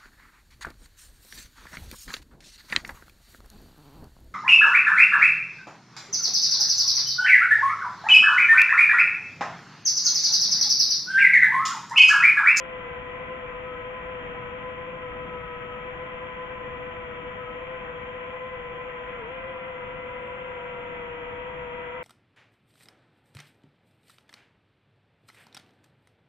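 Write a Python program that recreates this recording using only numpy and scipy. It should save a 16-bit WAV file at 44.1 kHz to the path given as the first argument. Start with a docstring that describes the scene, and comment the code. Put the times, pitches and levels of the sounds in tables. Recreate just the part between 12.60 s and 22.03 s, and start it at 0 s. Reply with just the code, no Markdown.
"""On the frame of a small drone in flight: four three-blade propellers at the two microphone ports of a camera.
Each motor is a stack of sines on its shaft orders; the motors turn at their own speeds, so their tones beat.
A short stick movement at 6.6 s makes the near and middle motors dip and the right one surge.
Shaped noise for blade turbulence and head wind fills the gaps; the camera cuts the treble steeply and adds faint hiss."""
import sys
import numpy as np
from scipy import signal
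from scipy.fft import rfft, irfft, next_fast_len
from scipy.io import wavfile
from scipy.ndimage import uniform_filter1d, map_coordinates

SR = 44100
rng = np.random.default_rng(int(sys.argv[2]) if len(sys.argv) > 2 else 0)


def transcribe(u):
    """Save the signal u as a 16-bit wav file named by the first command-line argument.

    u: samples, shape (n,) or (channels, n), limited to [-1, 1]; the rate is SR.
    q: integer samples, one column per channel.
    """
    v = np.clip(np.atleast_2d(u).T, -1, 1)
    q = np.round(v * 32767).astype(np.int16)
    wavfile.write(sys.argv[1], SR, q)


def decibels_to_gain(level_db):
    """Convert a level in decibels to a linear amplitude gain (20 dB per decade)."""
    exponent = np.asarray(level_db, float) / 20
    return 10 ** exponent


N = 415863  # samples, 9.43 s


def along(hz, at_hz, values):
    """Values read on a log frequency axis."""
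    return np.interp(np.log(hz + 1), np.log(np.asarray(at_hz) + 1), values)


def curves(rows):
    """One value per sample for each column after the time."""
    seconds, *columns = np.transpose(rows)
    return [np.interp(np.arange(N) / SR, seconds, column) for column in columns]


def wobble(rate):
    """A smooth random curve, rate knots a second, drawn as a spline every 64 samples."""
    knots = rng.standard_normal(N // 400)
    positions = np.arange(0, N + 64, 64) * rate / SR
    return map_coordinates(knots, [positions]).repeat(64)[:N]


def filtered(x, response):
    """x times a complex response of frequency."""
    m = next_fast_len(N + SR // 4)
    return irfft(rfft(x, m) * response(np.fft.rfftfreq(m, 1 / SR)), m)[..., :N]


# Frame resonances that lift a tone passing through them:
# (centre [Hz], half-width [Hz], left lift [dB], right lift [dB], added to the left port's lead [rad])
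FRAME_RESONANCES = [(1026, 36, 3, 3, 0.00026), (2014, 32, 7.5, 6.5, 0.0018), (2423, 16, 1, 6.5, 0.0054),
                    (7900, 280, -0.5, 10, 0), (8340, 190, 7.5, 7.5, 0.00046)]
# The drone's attitude turns the propellers towards the camera after the stick movement;
# added to the blade tone and its octave: (time [s], level [dB])
ATTITUDE_LIFT = [(0, 0.5), (6.6, 0.5), (6.8, 1), (9.43, 2)]


def motor(speed, tones, arm, correct_percent, hunt, flutter_db, rough, load_db):
    """Sines on the shaft orders; the speed controller hunts a little and uneven inflow makes the tones flutter."""
    # the flight controller's small corrections, then the hunting of the speed controller
    blade_hz = curves(speed)[0] * (1 + correct_percent / 100 * wobble(16))
    shaft_hz = blade_hz / 3 * (1 + hunt * wobble(40))
    turn = 2 * np.pi * np.cumsum(shaft_hz) / SR
    faster_percent = 100 * (blade_hz / blade_hz.mean() - 1)
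    out = np.zeros((2, N))
    for order, left_db, right_db, lead in tones:
        lift = 0
        for hz, half_width, *peak in FRAME_RESONANCES + arm:
            closeness = 1 / (1 + ((order * shaft_hz[::16] - hz) / half_width) ** 2)
            lift = lift + np.outer(peak, closeness)
        lift = lift.repeat(16, axis=1)[:, :N]
        lift_db, lead = lift[:2], lead + lift[2]
        if order in (3, 6):
            lift_db = lift_db + curves(ATTITUDE_LIFT)[0]
        if order == 3:
            lift_db = lift_db + load_db * faster_percent  # thrust changes the blade tone, dB per % of speed
        if order > 20:
            depth_db = 1.2  # the magnet whine flutters by a small fixed amount, alike for all motors
        elif order > 2:
            depth_db = flutter_db * min(order - 2, 5) ** rough  # higher orders feel the turbulence more
        else:
            depth_db = 3
        flutter = depth_db * (0.087 * wobble(4.0) + 0.81 * wobble(26))
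        size = np.sqrt(2) * decibels_to_gain(lift_db + flutter)  # peak of a sine from its rms level
        smear = 0.16 * depth_db * wobble(20)
        phase = order * turn + rng.uniform(0, 2 * np.pi) + smear
        left, right = decibels_to_gain(left_db) * np.sin(phase + lead), decibels_to_gain(right_db) * np.sin(phase)
        out += size * np.array([left, right])
    return out


# Near motor's speed as the drone holds its attitude, stick movement at 6.6 s: (time [s], blade rate [Hz])
NEAR_BLADE_RATE = [(0.0, 520), (0.08, 513), (0.14, 504.3), (0.22, 498.3), (0.27, 483), (0.43, 500.5),
                   (0.49, 496), (0.72, 506), (0.76, 512.3), (0.83, 499), (0.94, 494.6), (1.06, 507.8),
                   (1.19, 490.3), (1.27, 495.3), (1.36, 509), (1.42, 498), (1.5, 507.4), (1.6, 494.4),
                   (1.74, 487), (1.8, 494), (1.89, 489), (1.96, 502), (2.04, 498.4), (2.09, 503.8),
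                   (2.15, 495.7), (2.24, 503.3), (2.32, 502.8), (2.39, 506), (2.5, 495.4), (2.62, 499),
                   (2.93, 488.8), (3.48, 503.5), (3.57, 497.2), (3.65, 503.5), (3.73, 500.3), (3.96, 502.4),
                   (4.05, 490.8), (4.08, 497), (4.16, 492.5), (4.28, 501.4), (4.54, 489.5), (4.65, 492.3),
                   (4.72, 500.4), (4.95, 491.8), (5.12, 512), (5.19, 499), (5.32, 490), (5.57, 499.4),
                   (5.61, 497.5), (5.72, 500.2), (5.83, 505.3), (5.93, 503.7), (6.0, 487.4), (6.12, 491.4),
                   (6.16, 486.4), (6.28, 499), (6.37, 488.6), (6.45, 497.0), (6.5, 492.6), (6.56, 493),
                   (6.58, 492.3), (6.62, 453.2), (6.645, 442.4), (6.67, 464), (6.7, 501.2), (6.74, 518.6),
                   (6.81, 519.1), (6.88, 523.8), (6.91, 522.4), (6.97, 508.8), (7.06, 513.6), (7.22, 499.2),
                   (7.38, 507), (7.44, 500.6), (7.64, 498.7), (7.71, 502), (7.87, 505.5), (8.03, 492.5),
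                   (8.1, 498), (8.2, 489.9), (8.33, 492.5), (8.47, 483.3), (8.63, 485.7), (8.68, 492),
                   (8.76, 488.2), (8.88, 501.2), (9.03, 494.5), (9.11, 484.6), (9.17, 494.8), (9.31, 488),
                   (9.36, 502.5), (9.43, 500)]
# Its tones at the two ports; order 3 is the blade rate, 21 and up the magnet commutation:
# (shaft order [-], left level [dB], right level [dB], left port leads by [rad])
NEAR_ORDERS = [(1, -62, -69, 0.6), (2, -65.5, -68, 0.3), (3, -39, -45.5, 0.56), (6, -57, -61.5, 0.74),
               (7, -67, -64, -1), (8, -55.5, -67.5, 3.5), (9, -64.5, -59, -2), (11, -65.5, -64, 1.5),
               (12, -63, -70.5, 0.6), (14, -62.5, -57, -1), (15, -70.5, -75, -2), (18, -77, -78, -5.5),
               (21, -67.5, -66.5, -2.5), (42, -37.5, -54.5, 4)]
# Its arm lifts the octave of the blade tone:
# (centre [Hz], half-width [Hz], left lift [dB], right lift [dB], added to the left port's lead [rad])
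NEAR_ARM_RESONANCES = [(1001, 18, 6, 6, 0)]


def near_motor():
    """The near motor, its blade tone the strongest at the left port; it dips at the stick movement."""
    return motor(NEAR_BLADE_RATE, NEAR_ORDERS, NEAR_ARM_RESONANCES, correct_percent=0.1,
                 hunt=0.0024, flutter_db=0.35, rough=1.2, load_db=0.1)


# Right motor's speed: (time [s], blade rate [Hz])
RIGHT_BLADE_RATE = [(0.0, 506.3), (0.16, 510.9), (0.26, 524.1), (0.37, 506.3), (0.55, 506.2), (0.62, 497.2),
                    (0.969, 497.6), (1.05, 488.5), (1.29, 505.6), (1.41, 495.1), (1.51, 495.1),
                    (1.61, 487.6), (1.69, 497.7), (1.9, 500.1), (2.03, 492.6), (2.24, 500.4), (2.82, 485.3),
                    (2.9, 495.7), (3.11, 486.1), (3.39, 491.6), (3.45, 500.3), (3.56, 503.5), (3.68, 495.9),
                    (3.87, 506.5), (4.04, 498.7), (4.63, 499.1), (4.83, 491), (5.009, 507.3), (5.32, 500.0),
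                    (5.7, 513.1), (6.0, 516), (6.08, 510.9), (6.15, 518), (6.24, 518.1), (6.32, 504.3),
                    (6.44, 508), (6.54, 526), (6.59, 547), (6.64, 532.7), (6.67, 512), (6.711, 516.7),
                    (6.76, 529), (6.86, 523.5), (6.95, 536), (7.09, 522), (7.2, 525.4), (7.37, 527),
                    (7.52, 541.9), (7.68, 553.3), (7.94, 536.8), (8.02, 542), (8.1, 534.3), (8.2, 539.5),
                    (8.3, 531), (8.45, 516.5), (8.55, 514), (8.7, 503.3), (8.871, 512.7), (9.03, 500.7),
                    (9.15, 512.5), (9.32, 519), (9.43, 513)]
# Its tones: (shaft order [-], left level [dB], right level [dB], left port leads by [rad])
RIGHT_ORDERS = [(1, -65, -63.5, 0.9), (3, -59.5, -56, 0), (6, -68, -63, -0.4), (7, -68.5, -65.5, -2.2),
                (9, -62, -66.5, 1), (11, -61, -68, -1.5), (13, -63.5, -58.5, 2.5), (14, -57.5, -66, -2),
                (42, -55, -46.5, -3), (48, -80.5, -68, 1.5)]


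def right_motor():
    """The right motor surges at the stick movement, and its blade tone grows with speed."""
    return motor(RIGHT_BLADE_RATE, RIGHT_ORDERS, [], correct_percent=0.3,
                 hunt=0.003, flutter_db=0.7, rough=0.9, load_db=0.7)


# Middle motor's speed: (time [s], blade rate [Hz])
MIDDLE_BLADE_RATE = [(0.0, 508.3), (0.1, 514.5), (0.22, 503.5), (0.34, 508.4), (0.45, 505), (0.55, 514),
                     (0.66, 515.3), (0.77, 511.8), (0.85, 515), (1.05, 499.4), (1.16, 509.7), (1.25, 506.1),
                     (1.37, 509), (1.52, 507), (1.6, 501.6), (1.68, 509.5), (1.81, 503.1), (1.97, 507.7),
                     (2.04, 510.6), (2.11, 506.2), (2.23, 513.5), (2.31, 520.9), (2.42, 510), (2.52, 503.1),
                     (2.63, 505.6), (2.9, 496.8), (3.2, 504.4), (3.39, 508.5), (3.55, 511.2), (3.75, 507),
                     (4.05, 513.3), (4.25, 503.6), (4.36, 505.5), (4.52, 500), (4.75, 507.3), (4.88, 503.7),
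                     (5.04, 517.7), (5.17, 513.4), (5.3, 506.4), (5.7, 517), (5.85, 512), (5.93, 515.4),
                     (6.12, 504.7), (6.22, 514.7), (6.41, 505), (6.54, 515.8), (6.6, 500), (6.65, 468.9),
                     (6.69, 483.5), (6.73, 506.5), (6.91, 502.6), (7.04, 489.3), (7.2, 489), (7.26, 485.4),
                     (7.38, 484), (7.52, 492.2), (7.6, 486.5), (7.78, 491.4), (7.86, 479.7), (7.96, 484),
                     (8.25, 477), (8.35, 478.7), (8.45, 474.2), (8.6, 476.8), (8.68, 468.4), (8.78, 474.2),
                     (8.99, 469.5), (9.2, 477), (9.32, 476.6), (9.43, 463.4)]
# Its tones: (shaft order [-], left level [dB], right level [dB], left port leads by [rad])
MIDDLE_ORDERS = [(3, -50.5, -55, 0.28), (5, -66.5, -66.5, 0), (6, -51.5, -50.5, 0), (7, -63, -63, -3.5),
                 (9, -57, -68, 2), (17, -69, -73, 2.5), (21, -69.5, -70, -5), (42, -49.5, -54, -1.5)]


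def middle_motor():
    """The middle motor dips at the stick movement and slows after it; its blade tone follows speed most."""
    return motor(MIDDLE_BLADE_RATE, MIDDLE_ORDERS, [], correct_percent=0.08,
                 hunt=0.0025, flutter_db=1.1, rough=0.6, load_db=1.2)


# Fast motor's speed: (time [s], blade rate [Hz])
FAST_BLADE_RATE = [(0.0, 668), (0.14, 663), (0.28, 673), (0.4, 657), (0.64, 664), (1.0, 650.4),
                   (1.1, 642.6), (1.2, 647), (1.3, 647.4), (1.44, 656), (1.56, 650.5), (1.83, 648.6),
                   (2.32, 658.5), (2.42, 647.6), (2.82, 645), (2.9, 641.5), (3.02, 644.3), (3.131, 643),
                   (3.26, 650), (3.37, 648.2), (3.53, 657), (3.77, 653.4), (4.02, 659.2), (4.37, 657),
                   (4.53, 646.8), (4.75, 654.7), (4.89, 642), (5.05, 657), (5.19, 659.2), (5.3, 651),
                   (5.949, 668.8), (6.07, 663.6), (6.13, 658.4), (6.22, 663.4), (6.32, 653), (6.38, 651),
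                   (6.46, 657), (6.52, 667), (6.59, 685.8), (6.665, 651.6), (6.76, 685), (6.87, 664.1),
                   (6.9, 662), (6.971, 684.4), (7.1, 674.7), (7.27, 681), (7.4, 674.7), (7.62, 690),
                   (8.27, 681.5), (8.49, 663.5), (8.65, 660), (8.99, 660), (9.06, 654), (9.2, 667.6),
                   (9.43, 669)]
# Its tones: (shaft order [-], left level [dB], right level [dB], left port leads by [rad])
FAST_ORDERS = [(1, -63.5, -67.5, 1.2), (3, -52.5, -50.5, 1.89), (6, -61, -54, 3.5), (7, -58.5, -69.5, -3),
               (9, -52.5, -67.5, -0.5), (10, -70.5, -61.5, 1.5), (11, -69.5, -60, -1.5),
               (12, -56.5, -74.5, 3), (13, -63, -61, -3), (14, -72, -68, 2.5), (15, -59.5, -72.5, 1.25),
               (21, -52, -69, -2.5), (42, -68.5, -67, 3)]
# Its arm has resonances of its own:
# (centre [Hz], half-width [Hz], left lift [dB], right lift [dB], added to the left port's lead [rad])
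FAST_ARM_RESONANCES = [(1284, 24, 16, 5.5, 0), (1284, 12, 0, 0, -2.8), (1360, 40, 0, 6.5, 0),
                       (2055, 40, 0, 5, 0)]


def fast_motor():
    """The fast motor's blade tone lies well above the other three."""
    return motor(FAST_BLADE_RATE, FAST_ORDERS, FAST_ARM_RESONANCES, correct_percent=0.12,
                 hunt=0.002, flutter_db=0.88, rough=0.2, load_db=-0.05)


# Air rush at the two ports, before the camera's cut:
# (frequency [Hz], left level [dB per Hz], right level [dB per Hz], likeness of the ports [0-1], left port leads by [rad])
RUSH_SPECTRUM = [(15, -78.5, -80, 0.8, 0.5), (45.3, -70, -71, 1, 0), (170, -70, -75.5, 0.7, 0),
                 (410, -77, -80.5, 0.7, -0.17), (1060, -78, -76.5, 0.6, -0.15),
                 (1220, -73, -78, 0.04, -0.5), (1230, -73, -77.5, 0.95, 0.05),
                 (1390, -73, -79.5, 0.9, -1.96), (1580, -72.5, -77, 1, -2), (1670, -76, -79, .4, .2),
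                 (1745, -82, -83, .5, .8), (1830, -74.5, -77.5, 0.2, -0.24), (1975, -73.5, -79.5, 0.3, 2),
                 (2480, -76, -80.5, 0.1, 2.5), (2840, -79, -87.5, 0.5, 3), (3180, -79.5, -84, 1, 4.5),
                 (3550, -83.5, -88.5, 0.5, 5), (4640, -92.5, -92.5, 0.6, 4.5), (5800, -75, -79, 0.5, 3.5),
                 (6900, -76, -76.5, 0.9, 4), (7600, -100, -95, 0.05, 10)]
# Head wind in the lows; only the rise and fall about the mean is used: (time [s], level [dB])
WIND_GUSTS = [(0.0, -48), (2.73, -45), (4.41, -46.5), (4.67, -44.5), (5.07, -47.5), (6.3, -48.5),
              (6.7, -48), (7.3, -48), (7.7, -50.5), (8.67, -46.5), (9.43, -47.5)]


def rush():
    """Noise in patches of random gain; the ports share part of it, and wind and blades swell apart."""
    patchy_db, split_hz, wind_swell_db, blade_swell_db = 0.75, 330, 0.75, 0.46
    hz, left_db, right_db, alike, lead = np.transpose(RUSH_SPECTRUM)

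    z = signal.stft(rng.standard_normal((2, N + 512)), nperseg=512)[2]
    field = rng.standard_normal(z.shape[1:])
    field = uniform_filter1d(uniform_filter1d(field, size=4, axis=0), size=10, axis=1)
    patches = z * decibels_to_gain(patchy_db * field / field.std())
    noise = signal.istft(patches, nperseg=512)[1][:, :N] * np.sqrt(SR / 2)  # about unit power per Hz

    gust_db, = curves(WIND_GUSTS)
    wind = decibels_to_gain(gust_db - gust_db.mean() + wind_swell_db * wobble(4.9))
    blades = decibels_to_gain(blade_swell_db * wobble(2.3))
    low = filtered(noise, lambda f: 1 / (1 + (f / split_hz) ** 4))
    shared, apart = low * wind + (noise - low) * blades

    def angle(f):
        """Mixing angle that gives the two ports their likeness."""
        return np.arccos(np.clip(along(f, hz, alike), 0, 1)) / 2

    def colour(f):
        """Level of each port, with the left one's phase lead."""
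        left = decibels_to_gain(along(f, hz, left_db)) * np.exp(1j * along(f, hz, lead))
        return np.array([left, decibels_to_gain(along(f, hz, right_db))])

    mid = filtered(shared, lambda f: np.cos(angle(f)))
    side = filtered(apart, lambda f: np.sin(angle(f)))
    return filtered(np.array([mid + side, mid - side]), colour)


# Slope of the camera's treble cut: (frequency [Hz], level [dB])
TREBLE_CUT = [(3100, 0.5), (3500, -10), (4150, -25), (4600, -40), (9000, -44)]
# Dead spots between its faint leaks: (centre [Hz], half-width [Hz])
DEAD_SPOTS = [(4310, 110), (5010, 170), (6130, 260), (7420, 67), (8750, 200)]


def camera(hz):
    """A steep low-pass whose stop band leaks between a few nulls."""
    nulls = 1
    for at_hz, half_width in DEAD_SPOTS:
        nulls = nulls * (1 - 1 / (1 + ((hz - at_hz) / half_width) ** 4))
    return decibels_to_gain(along(hz, *np.transpose(TREBLE_CUT))) * nulls


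def hiss():
    """Camera electronics: unrelated white noise on each channel, high-passed, so heard only above the cut."""
    lowest_hz, left_db, right_db = 9650, -101, -108  # levels of the white noise before the high-pass
    noise = filtered(rng.standard_normal((2, N)), lambda f: f > lowest_hz)
    return noise * decibels_to_gain([[left_db], [right_db]])


def scene():
    """Motor tones over the air rush."""
    return near_motor() + right_motor() + middle_motor() + fast_motor() + rush()


def roll_off(x):
    """The treble ends steeply here."""
    return signal.sosfilt(signal.butter(12, 15700, fs=SR, output="sos"), x)


def record(dry):
    """The camera's treble cut on both ports, with its hiss added."""
    mix = filtered(dry, camera) + hiss()
    return roll_off(mix)


dry = scene()
out = record(dry)
transcribe(out)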